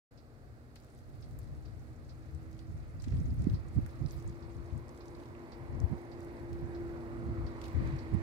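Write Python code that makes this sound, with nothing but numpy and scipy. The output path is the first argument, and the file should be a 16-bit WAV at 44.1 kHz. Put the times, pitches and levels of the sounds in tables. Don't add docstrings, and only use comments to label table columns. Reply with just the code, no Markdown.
import sys
import numpy as np
from scipy import signal
from scipy.fft import rfft, irfft, next_fast_len
from scipy.io import wavfile
from scipy.ndimage import uniform_filter1d

SR = 44100
rng = np.random.default_rng(int(sys.argv[2]) if len(sys.argv) > 2 else 0)


def bounce(signal):
    frames = np.transpose(np.atleast_2d(signal))
    limited = np.clip(frames, -1, 1)
    pcm = np.round(limited * 32767).astype(np.int16)
    wavfile.write(sys.argv[1], SR, pcm)


N = 362502
TIME = np.arange(N) / SR
FFT_SIZE = next_fast_len(N)
BINS_HZ = np.fft.rfftfreq(FFT_SIZE, 1 / SR)

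# freq_hz, left_minus_right_db
FAR_LEAN = [(60, 3), (380, 3), (700, -3.5), (1200, -4.5), (2100, -11.5), (3200, -1.5), (4500, -14),
            (8000, 14), (15000, -4)]
# freq_hz, gain_db
VALLEY_COLOUR = [(20, -21.5), (65, -1), (130, 1), (185, -15), (240, -7), (400, -12), (690, -14.5),
                 (950, -25), (1200, -22), (1600, -26), (2050, -31), (3000, -42.5), (8000, -50)]
HISS_COLOUR = [(1000, 2), (3200, -3), (4400, 5.5), (5700, -1.5), (8500, -3.5), (11300, -8.5), (12200, -9),
               (14000, -4), (16000, -16)]
ENGINE_PARTIALS = [-63.5, -69, -79]
# time_s, gain_db
ENGINE_CARRY = [(0, -2), (2.5, -1), (4.8, -1), (5.2, 6), (5.6, -2), (6.8, 4), (7.1, 13), (7.55, 13),
                (8.22, 4)]
# time_s, relative_db
BREEZE = [(0.14, -62), (0.88, -60.5), (1.12, -50), (1.55, -47.5), (2.0, -51), (2.45, -50.5), (3.0, -48),
          (3.65, -43.5), (4.0, -50), (4.5, -50.5), (5.0, -56), (5.5, -57), (6.25, -55), (6.6, -50),
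          (7.1, -47), (7.55, -47), (8.22, -48)]
# start_s, hold_s, relative_db, left_minus_right_db
GUSTS = [(2.7, .05, -44.5, -7), (3.075, .04, -40, -2), (3.13, .07, -35, -1), (3.22, .11, -37.5, 1),
         (3.395, .025, -33.5, -1), (3.49, .06, -38, 4), (3.765, .03, -36, -4), (3.83, .025, -40, 3),
         (4.015, .045, -38, -24), (4.15, .04, -42, -12), (4.255, .05, -41.5, 0), (4.57, .05, -45.5, 12),
         (4.73, .04, -39.5, 11), (5.615, .025, -47, 10), (5.71, .1, -41.5, 8), (5.825, .025, -35, 10),
         (5.915, .025, -37.5, -19), (6.52, .04, -44, -12), (6.63, .04, -41.5, -12), (7.27, .06, -39.5, -6),
         (7.385, .08, -39.5, 6), (7.755, .11, -35, 8), (7.885, .075, -40.5, 2), (8.135, .045, -33, -20)]
# freq_hz, gain_db
BUFFET_COLOUR = [(15, -31), (28, -18.5), (50, 0.5), (70, 2), (125, 0), (155, -5.5), (190, -19.5),
                 (240, -14), (330, -33), (600, -41.5), (1500, -72), (6000, -100)]
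FLUTTER_COLOUR = [(70, -33), (160, 3.5), (235, 1), (310, -3), (450, -17.5), (800, -29.5), (2500, -52),
                  (8000, -85)]
# centre_s, relative_db, pitch_hz, width_s, left_minus_right_db
EDDIES = [(2.35, -32, 75, .016, 14), (3.077, -27, 230, .002, -22), (3.122, -26, 110, .004, -22),
          (3.138, -19.5, 115, .005, -24), (3.152, -22, 75, .006, 20), (3.212, -26, 140, .004, -12),
          (3.314, -25, 70, .009, -4), (3.4715, -11.5, 205, 0.0016, -28), (3.477, -23, 130, .004, -24),
          (3.522, -23, 100, .007, 22), (3.54, -19.5, 120, .004, 24), (3.766, -21, 150, .003, -12),
          (3.781, -13, 95, .0055, -27), (3.789, -20.5, 240, 0.002, -27), (4.023, -23.5, 125, .007, -24),
          (4.053, -25, 135, .005, -24), (5.783, -28, 85, .009, 10), (5.847, -19, 72, 0.009, 21),
          (5.931, -25, 170, .003, -20), (7.791, -25, 80, 0.025, 18), (7.858, -26, 80, .011, 6),
          (7.944, -27, 135, .011, 0), (8.15, -26.5, 190, .005, -22), (8.163, -22, 85, .014, -22)]
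# time_s, roar_db, tread_db, spray_db
TYRE_LEVELS = [(0.1, -87, -85.5, -95), (1.5, -64, -77, -83), (2.8, -65, -73, -85), (3.5, -59, -68, -80),
               (4.6, -56, -72, -78), (5.5, -52, -66, -77), (6, -52, -66, -82), (7.1, -50, -64.5, -77.5),
               (7.6, -49.7, -62, -69.5), (7.88, -49.5, -56.5, -66), (8.05, -49.8, -60.5, -70),
               (8.22, -50, -58.5, -73)]
# freq_hz, gain_db
ROAR_COLOUR = [(40, -11), (75, -3.5), (120, -3), (180, -1.5), (240, 8.5), (330, 8.5), (400, 5), (520, 3),
               (680, -0.5), (1050, -4), (1450, -10.5), (2200, -21), (4000, -44)]
TREAD_COLOUR = [(700, -20), (1400, -4), (1950, 2.5), (2450, -4.5), (3100, -14), (4400, -18), (6500, -22),
                (15000, -41)]
SPRAY_COLOUR = [(1400, -14), (2000, 7), (3200, -.5), (4300, .5), (5800, -10), (9000, -24), (15000, -29)]
# time_s, lower_hz, lower_db, upper_hz, upper_db
GROUND_BANDS = [(0.1, 1300, -82.5, 2580, -96), (3.5, 1304, -71, 2400, -80), (4.6, 1078, -66.5, 2300, -78),
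                (5.2, 987, -63, 2244, -79), (5.9, 850, -61.5, 2102, -73.5), (6.7, 689, -64, 1600, -66.5),
                (7.05, 640, -62, 1250, -63), (7.6, 560, -64, 1090, -57), (8.22, 502, -65, 940, -61)]
# time_s, relative_db
CHIPS = [(0.1755, -63.5), (0.758, -61), (1.2225, -61), (1.6525, -63.5), (2.0926, -61), (2.591, -67),
         (2.998, -61), (3.5427, -59), (4.0844, -63), (4.4233, -64), (5.005, -61), (5.5194, -60),
         (6.1155, -62.5), (6.7474, -60), (7.4648, -57), (7.9863, -57.5)]
# time_s, level_db
HUM_LEVEL = [(.4, -85), (1.3, -65), (1.7, -62.5), (2.1, -66), (2.55, -56.5), (2.95, -66), (4, -57),
             (4.45, -50.5), (4.85, -58), (5.1, -53.5), (5.55, -55.5), (5.9, -51), (6.35, -49), (6.6, -45.5),
             (6.95, -43.3), (7.3, -47), (7.7, -50.5), (8.15, -45.5)]
# time_s, pitch_hz
HUM_PITCH = [(0, 280), (1, 298), (2.1, 316), (3.1, 330), (4.45, 339), (5.2, 343.5), (5.7, 344.5),
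             (6.75, 341), (7.45, 335.5), (8.22, 327.5)]
# freq_hz, gain_db
SNOW_COLOUR = [(700, -18), (1900, 6), (3100, 1.5), (4400, 5.5), (6500, 1.5), (8500, 0), (11300, -2.5),
               (12300, -7), (14000, -4.5), (16000, -7)]
# start_s, hold_s, level_db, left_minus_right_db
FLURRIES = [(.77, .22, -77.5, 3), (1.2, .33, -79, 3), (2.3, .35, -80, 1), (3.04, .16, -70.5, 1),
            (3.24, .14, -75, 2), (3.39, .13, -71, 2), (3.76, .2, -73, 2), (4.07, .12, -69, 2),
            (4.2, .12, -73, 3), (4.5, .26, -75, 2), (4.95, .32, -75, 2), (5.85, .16, -77, 2),
            (6.2, .2, -76, 2), (6.5, .55, -76, 2), (7.62, .07, -69.5, 3)]
# start_s, relative_db, low_hz, high_hz, left_minus_right_db, crush_t60_s
FLAKES = [(.7555, -59.5, 3500, 12000, 8, .03), (.756, -60, 1200, 3000, 3, .05),
          (.80, -69, 2500, 13000, 6, .012), (.8455, -68, 2800, 15000, 3, .006),
          (.948, -69, 6500, 11000, 3, .012), (.988, -67, 2500, 12000, 2, .01),
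          (1.209, -70, 6000, 13000, 1, .02), (1.31, -69, 3500, 9000, 2, .012),
          (1.3887, -56, 7000, 14500, 9, .004), (2.347, -65, 5000, 9000, -4, .01),
          (2.528, -66, 4000, 9000, 2, .012), (2.59, -60.5, 1400, 6500, 2, .022),
          (2.7, -57, 550, 800, 0, .02), (3.0203, -57, 4800, 8000, 8, .014),
          (3.0385, -56, 2800, 7500, -1, .04), (3.04, -57, 1600, 2400, -1, .05),
          (3.081, -60.5, 1400, 7000, -2, .03), (3.105, -65, 3000, 6000, 0, .025),
          (3.12, -58, 1100, 2800, -2, .045), (3.14, -62, 1200, 3500, -1, .05),
          (3.166, -64, 1300, 4000, 0, .04), (3.255, -67, 5800, 6800, 2, .015),
          (3.304, -65, 4300, 5300, 0, .015), (3.342, -67, 7000, 14000, 2, .01),
          (3.419, -60, 3500, 9000, 5, .012), (3.441, -61, 3300, 8500, 3, .01),
          (3.497, -58, 2800, 5200, -4, .008), (3.682, -64, 6000, 9500, -4, .03),
          (3.861, -53.5, 1400, 1950, 0, .02), (3.862, -60, 4500, 15500, 4, .014),
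          (4.061, -55.5, 3700, 5600, -5, .008), (4.108, -55, 4400, 7000, -2, .007),
          (4.115, -62, 10500, 15500, 0, .1), (4.224, -64, 2000, 9000, 4, .012),
          (4.275, -58.5, 6300, 9500, 11, .025), (4.294, -64, 4800, 8000, 4, .02),
          (4.7762, -64, 6500, 10000, 3, .008), (4.881, -65, 4500, 10000, 5, .009),
          (4.891, -61.5, 4000, 9000, 3, .014), (4.974, -63, 2500, 10000, 2, .016),
          (5.056, -64, 3500, 9000, 2, .006), (5.0815, -62, 4800, 9000, 6, .014),
          (5.15, -61.5, 3700, 5000, 0, .015), (5.198, -64.5, 1500, 4200, 0, .05),
          (5.234, -66, 1800, 8000, 0, .02), (5.256, -65.5, 2800, 5000, 0, .01),
          (5.349, -59.5, 1700, 2900, -2, .015), (5.8015, -55.5, 5200, 8300, 17, .006),
          (6.2053, -63, 4000, 10000, 2, .008), (6.245, -66, 5000, 15000, 0, .012),
          (6.529, -60.5, 2500, 7500, 2, .009), (7.614, -53, 1700, 6500, 3, .028),
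          (7.638, -52.5, 1900, 6000, 3, .045), (7.652, -55, 1900, 5500, 1, .05),
          (7.68, -59, 1900, 7000, 4, .03), (7.729, -66.5, 13000, 15500, 4, .008),
          (7.873, -63, 3500, 7000, 2, .012), (7.963, -65, 5000, 9500, 3, .012),
          (8.141, -62, 7000, 10500, 10, .008)]


def undb(db):
    return 10 ** (np.asarray(db) / 20)


def unit(x):
    return x / np.sqrt(np.mean(x ** 2))


def curves(table):
    time_s, *columns = np.transpose(table)
    return [np.interp(TIME, time_s, column) for column in columns]


def gain_at(colour):
    hz, db = np.transpose(colour)
    return undb(np.interp(np.log(BINS_HZ + 1), np.log(hz), db))


def pan(side_db):
    gains = undb(np.array([side_db, -side_db]).reshape(2, -1) / 2)
    return gains / np.sqrt(np.mean(gains ** 2, axis=0))


def walk(rate_hz):
    hold = max(int(SR / rate_hz), 2)
    steps = np.repeat(rng.standard_normal(N // hold + 1), hold)
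    return unit(uniform_filter1d(uniform_filter1d(steps, hold), hold)[:N])


def band(x, low_hz, high_hz):
    sos = signal.butter(2, [low_hz, min(high_hz, .48 * SR)], "band", fs=SR, output="sos")
    return signal.sosfilt(sos, x)


def add(out, start_s, sound):
    i = max(int(start_s * SR), 0)
    out[:, i:i + sound.shape[-1]] += sound[:, :max(N - i, 0)]


def white_pair():
    return rng.standard_normal((2, 2 * len(BINS_HZ))).view(complex)


def noise(colour):
    return unit(irfft(white_pair() * gain_at(colour), FFT_SIZE)[:, :N])


def far_noise(colour, likeness=.8, alike_below_hz=3000, lag_s=.00024):
    own, right = white_pair()
    share = likeness / (1 + (BINS_HZ / alike_below_hz) ** 2)
    left = share * right * np.exp(-2j * np.pi * BINS_HZ * lag_s) + np.sqrt(1 - share ** 2) * own
    lean = np.sqrt(gain_at(FAR_LEAN))
    return unit(irfft(np.array([left * lean, right / lean]) * gain_at(colour), FFT_SIZE)[:, :N])


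def moving_band(hz, width_hz, likeness=.55, lag_s=.00026):
    lowpass = signal.butter(2, width_hz / 2, fs=SR, output="sos")
    slow = signal.sosfilt(lowpass, rng.random((2, 2, N)) - .5)
    own, right = (slow[0] + 1j * slow[1]) * np.exp(2j * np.pi * np.cumsum(hz) / SR)
    left = likeness * right * np.exp(-2j * np.pi * hz * lag_s) + np.sqrt(1 - likeness ** 2) * own
    return unit(np.array([left.real, right.real]))


def swell_power(table, attack_s, release_s):
    power = np.zeros((2, N))
    for start_s, hold_s, db, side_db in table:
        t = np.arange(int((3 * attack_s + hold_s + 6 * release_s) * SR)) / SR - 3 * attack_s
        shape = np.exp(-(np.minimum(t, 0) / attack_s) ** 2 - np.maximum(t - hold_s, 0) / release_s)
        add(power, start_s + t[0], (undb(db) * pan(side_db) * shape) ** 2)
    return power


def valley(rumble_db=-56, hiss_db=-76.7):
    hiss = undb(hiss_db) * noise(HISS_COLOUR) * pan(.7)
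    return far_noise(VALLEY_COLOUR) * undb(rumble_db + .56 * walk(3.6)) + hiss


def far_engine(pitch_hz=118.6, orders=(1, 2, 4), fading_db=2.5, wander=.006):
    phase = 2 * np.pi * np.cumsum(pitch_hz * (1 + wander * walk(6))) / SR
    carry_db, = curves(ENGINE_CARRY)
    drone = 0
    for order, db in zip(orders, ENGINE_PARTIALS):
        level = undb(db + carry_db * (order == 2) + fading_db * walk(7))
        drone += np.sqrt(2) * level * np.sin(order * phase)
    return drone * pan(1.5)


def wind(trim_db=3, flutter_db=-10, restless_db=1.8, veer_db=5):
    breeze_db, = curves(BREEZE)
    breeze = undb(breeze_db + restless_db * walk(14)) * pan(veer_db * walk(12))
    force = undb(trim_db) * np.sqrt(breeze ** 2 + swell_power(GUSTS, attack_s=.016, release_s=.023))
    rumble = noise(BUFFET_COLOUR)
    rumble /= np.sqrt(uniform_filter1d(rumble ** 2, size=3000))
    flutter = noise(FLUTTER_COLOUR) * undb(3.74 * walk(35)) * pan(-5)
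    brightness = np.minimum(force / undb(-27.5), 1) ** .65
    return force * (rumble + undb(flutter_db) * brightness * flutter)


def tyres(ground_side_db=-5.5, waver_db=.6):
    roar_db, tread_db, spray_db = curves(TYRE_LEVELS)
    lower_hz, lower_db, upper_hz, upper_db = curves(GROUND_BANDS)
    roar = far_noise(ROAR_COLOUR) * undb(roar_db)
    tread = far_noise(TREAD_COLOUR) * undb(tread_db)
    spray = far_noise(SPRAY_COLOUR) * undb(spray_db)
    ground = moving_band(lower_hz, width_hz=280) * undb(lower_db)
    ground += moving_band(upper_hz, width_hz=360) * undb(upper_db)
    return (roar + tread + spray + ground * pan(ground_side_db)) * undb(waver_db * walk(12))


def bird(high_hz=8600, low_hz=1900, sweep_s=.011, peak_hz=4650, skirt_hz=3200, trees_t60_s=.15):
    out, t = np.zeros((2, N)), np.arange(SR // 4) / SR
    for time_s, db in CHIPS:
        progress = np.minimum(t / (sweep_s * (1 + .0764 * rng.standard_normal())), 1)
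        hz = high_hz * (low_hz / high_hz) ** progress ** 2.4
        peak = np.exp(-.5 * (np.log(hz / peak_hz) / .13) ** 2)
        skirt = .33 * np.exp(-.5 * (np.log(hz / skirt_hz) / .65) ** 2)
        envelope = np.sqrt(progress * (1 - progress ** 8))
        chip = (peak + skirt) * envelope * np.sin(2 * np.pi * np.cumsum(hz) / SR)
        trees = undb(-27) * rng.standard_normal((2, len(t))) * undb(-60 * t / trees_t60_s)
        trees[:, 0] += .28
        heard = signal.fftconvolve(chip[None], trees, axes=1)
        add(out, time_s - .006, undb(db + 7.3) * pan(-4) * heard / np.abs(heard).max())
    return out


def vehicle_hum(flicker_db=1, rough_db=-17):
    hz, = curves(HUM_PITCH)
    db, = curves(HUM_LEVEL)
    phase = 2 * np.pi * np.cumsum(hz * (1 + .002 * walk(9))) / SR
    lag_rad = np.array([[.5], [0]])
    direct = np.sqrt(2) * np.sin(phase - lag_rad) * undb(flicker_db * walk(14))
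    scattered = undb(rough_db) * moving_band(hz, width_hz=50)
    return (direct + scattered) * undb(db) * pan(.51)


def patter(per_band_per_s=140, spread_db=3.35, grain_s=.001, smear_s=.012, smear_share=.09):
    def decay(x, decay_s):
        return signal.lfilter([1], [1, -np.exp(-1 / (decay_s * SR))], x)

    out = 0
    for low_hz, high_hz in [(1600, 3400), (3400, 5300), (5300, 7800), (7800, 11000), (11000, 16000)]:
        when, size, side = rng.random((4000, 3))[:int(per_band_per_s * N / SR)].T
        energy = undb(spread_db * np.minimum(-np.log(size), 4)) ** 2
        landings = np.full((2, N), 1e-18)
        landings[:, (when * N).astype(int)] = energy * np.array([side, 1 - side])
        power = decay(landings, grain_s) + smear_share * decay(landings, smear_s)
        out += band(np.sqrt(power) * rng.standard_normal((2, N)), low_hz, high_hz)
    return unit(irfft(rfft(out, FFT_SIZE) * gain_at(SNOW_COLOUR), FFT_SIZE)[:, :N])


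def snowfall(steady_db=-76.7, rise_s=1.1):
    steady = undb(steady_db) * np.minimum(TIME / rise_s, 1) ** 2 * pan(2)
    return np.sqrt(steady ** 2 + swell_power(FLURRIES, attack_s=.035, release_s=.07)) * patter()


def close_flakes(grain_db=3, settle_t60_s=.1, settle_db=-21, crack_db=-12, trim_db=-3.8):
    def unit_onset(x):
        return x / np.sqrt(np.mean(x[:, :int(.008 * SR)] ** 2))

    out, t = np.zeros((2, N)), np.arange(SR // 6) / SR
    for start_s, db, low_hz, high_hz, side_db, crush_t60_s in FLAKES:
        grains = np.repeat(undb(grain_db * np.clip(rng.standard_normal(len(t)), -2, 2)), 20)[:len(t)]
        contact = 1 - np.exp(-t / (.02 * crush_t60_s))
        fade = undb(-60 * t / crush_t60_s) + undb(settle_db - 60 * t / settle_t60_s)
        crush = rng.standard_normal((2, len(t))) * grains * contact * fade
        spot = unit_onset(band(crush, low_hz, high_hz))
        crack = undb(crack_db) * unit_onset(band(crush, low_hz / 2, high_hz * 2))
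        add(out, start_s + .0006, undb(db + trim_db) * pan(side_db) * (spot + crack))
    return out


def eddies(trim_db=-3):
    out, t = np.zeros((2, N)), np.arange(-SR // 16, SR // 16) / SR
    for centre_s, db, hz, width_s, side_db in EDDIES:
        swing = np.exp(-.5 * (t / width_s) ** 2) * np.cos(2 * np.pi * hz * t + rng.uniform(-1.1, 1))
        add(out, centre_s + t[0], undb(db + trim_db) * pan(side_db) * swing)
    return out


def scene():
    on_ports = wind() + eddies()
    distant = vehicle_hum() + far_engine() + tyres() + valley()
    return on_ports + distant + bird() + close_flakes() + snowfall()


def record(dry, open_s=.108, top_hz=15800):
    opened = np.clip((TIME - open_s) / .008, 0, 1)
    return signal.sosfilt(signal.ellip(10, .2, 70, top_hz, fs=SR, output="sos"), dry * opened)


dry = scene()
out = record(dry)
bounce(out)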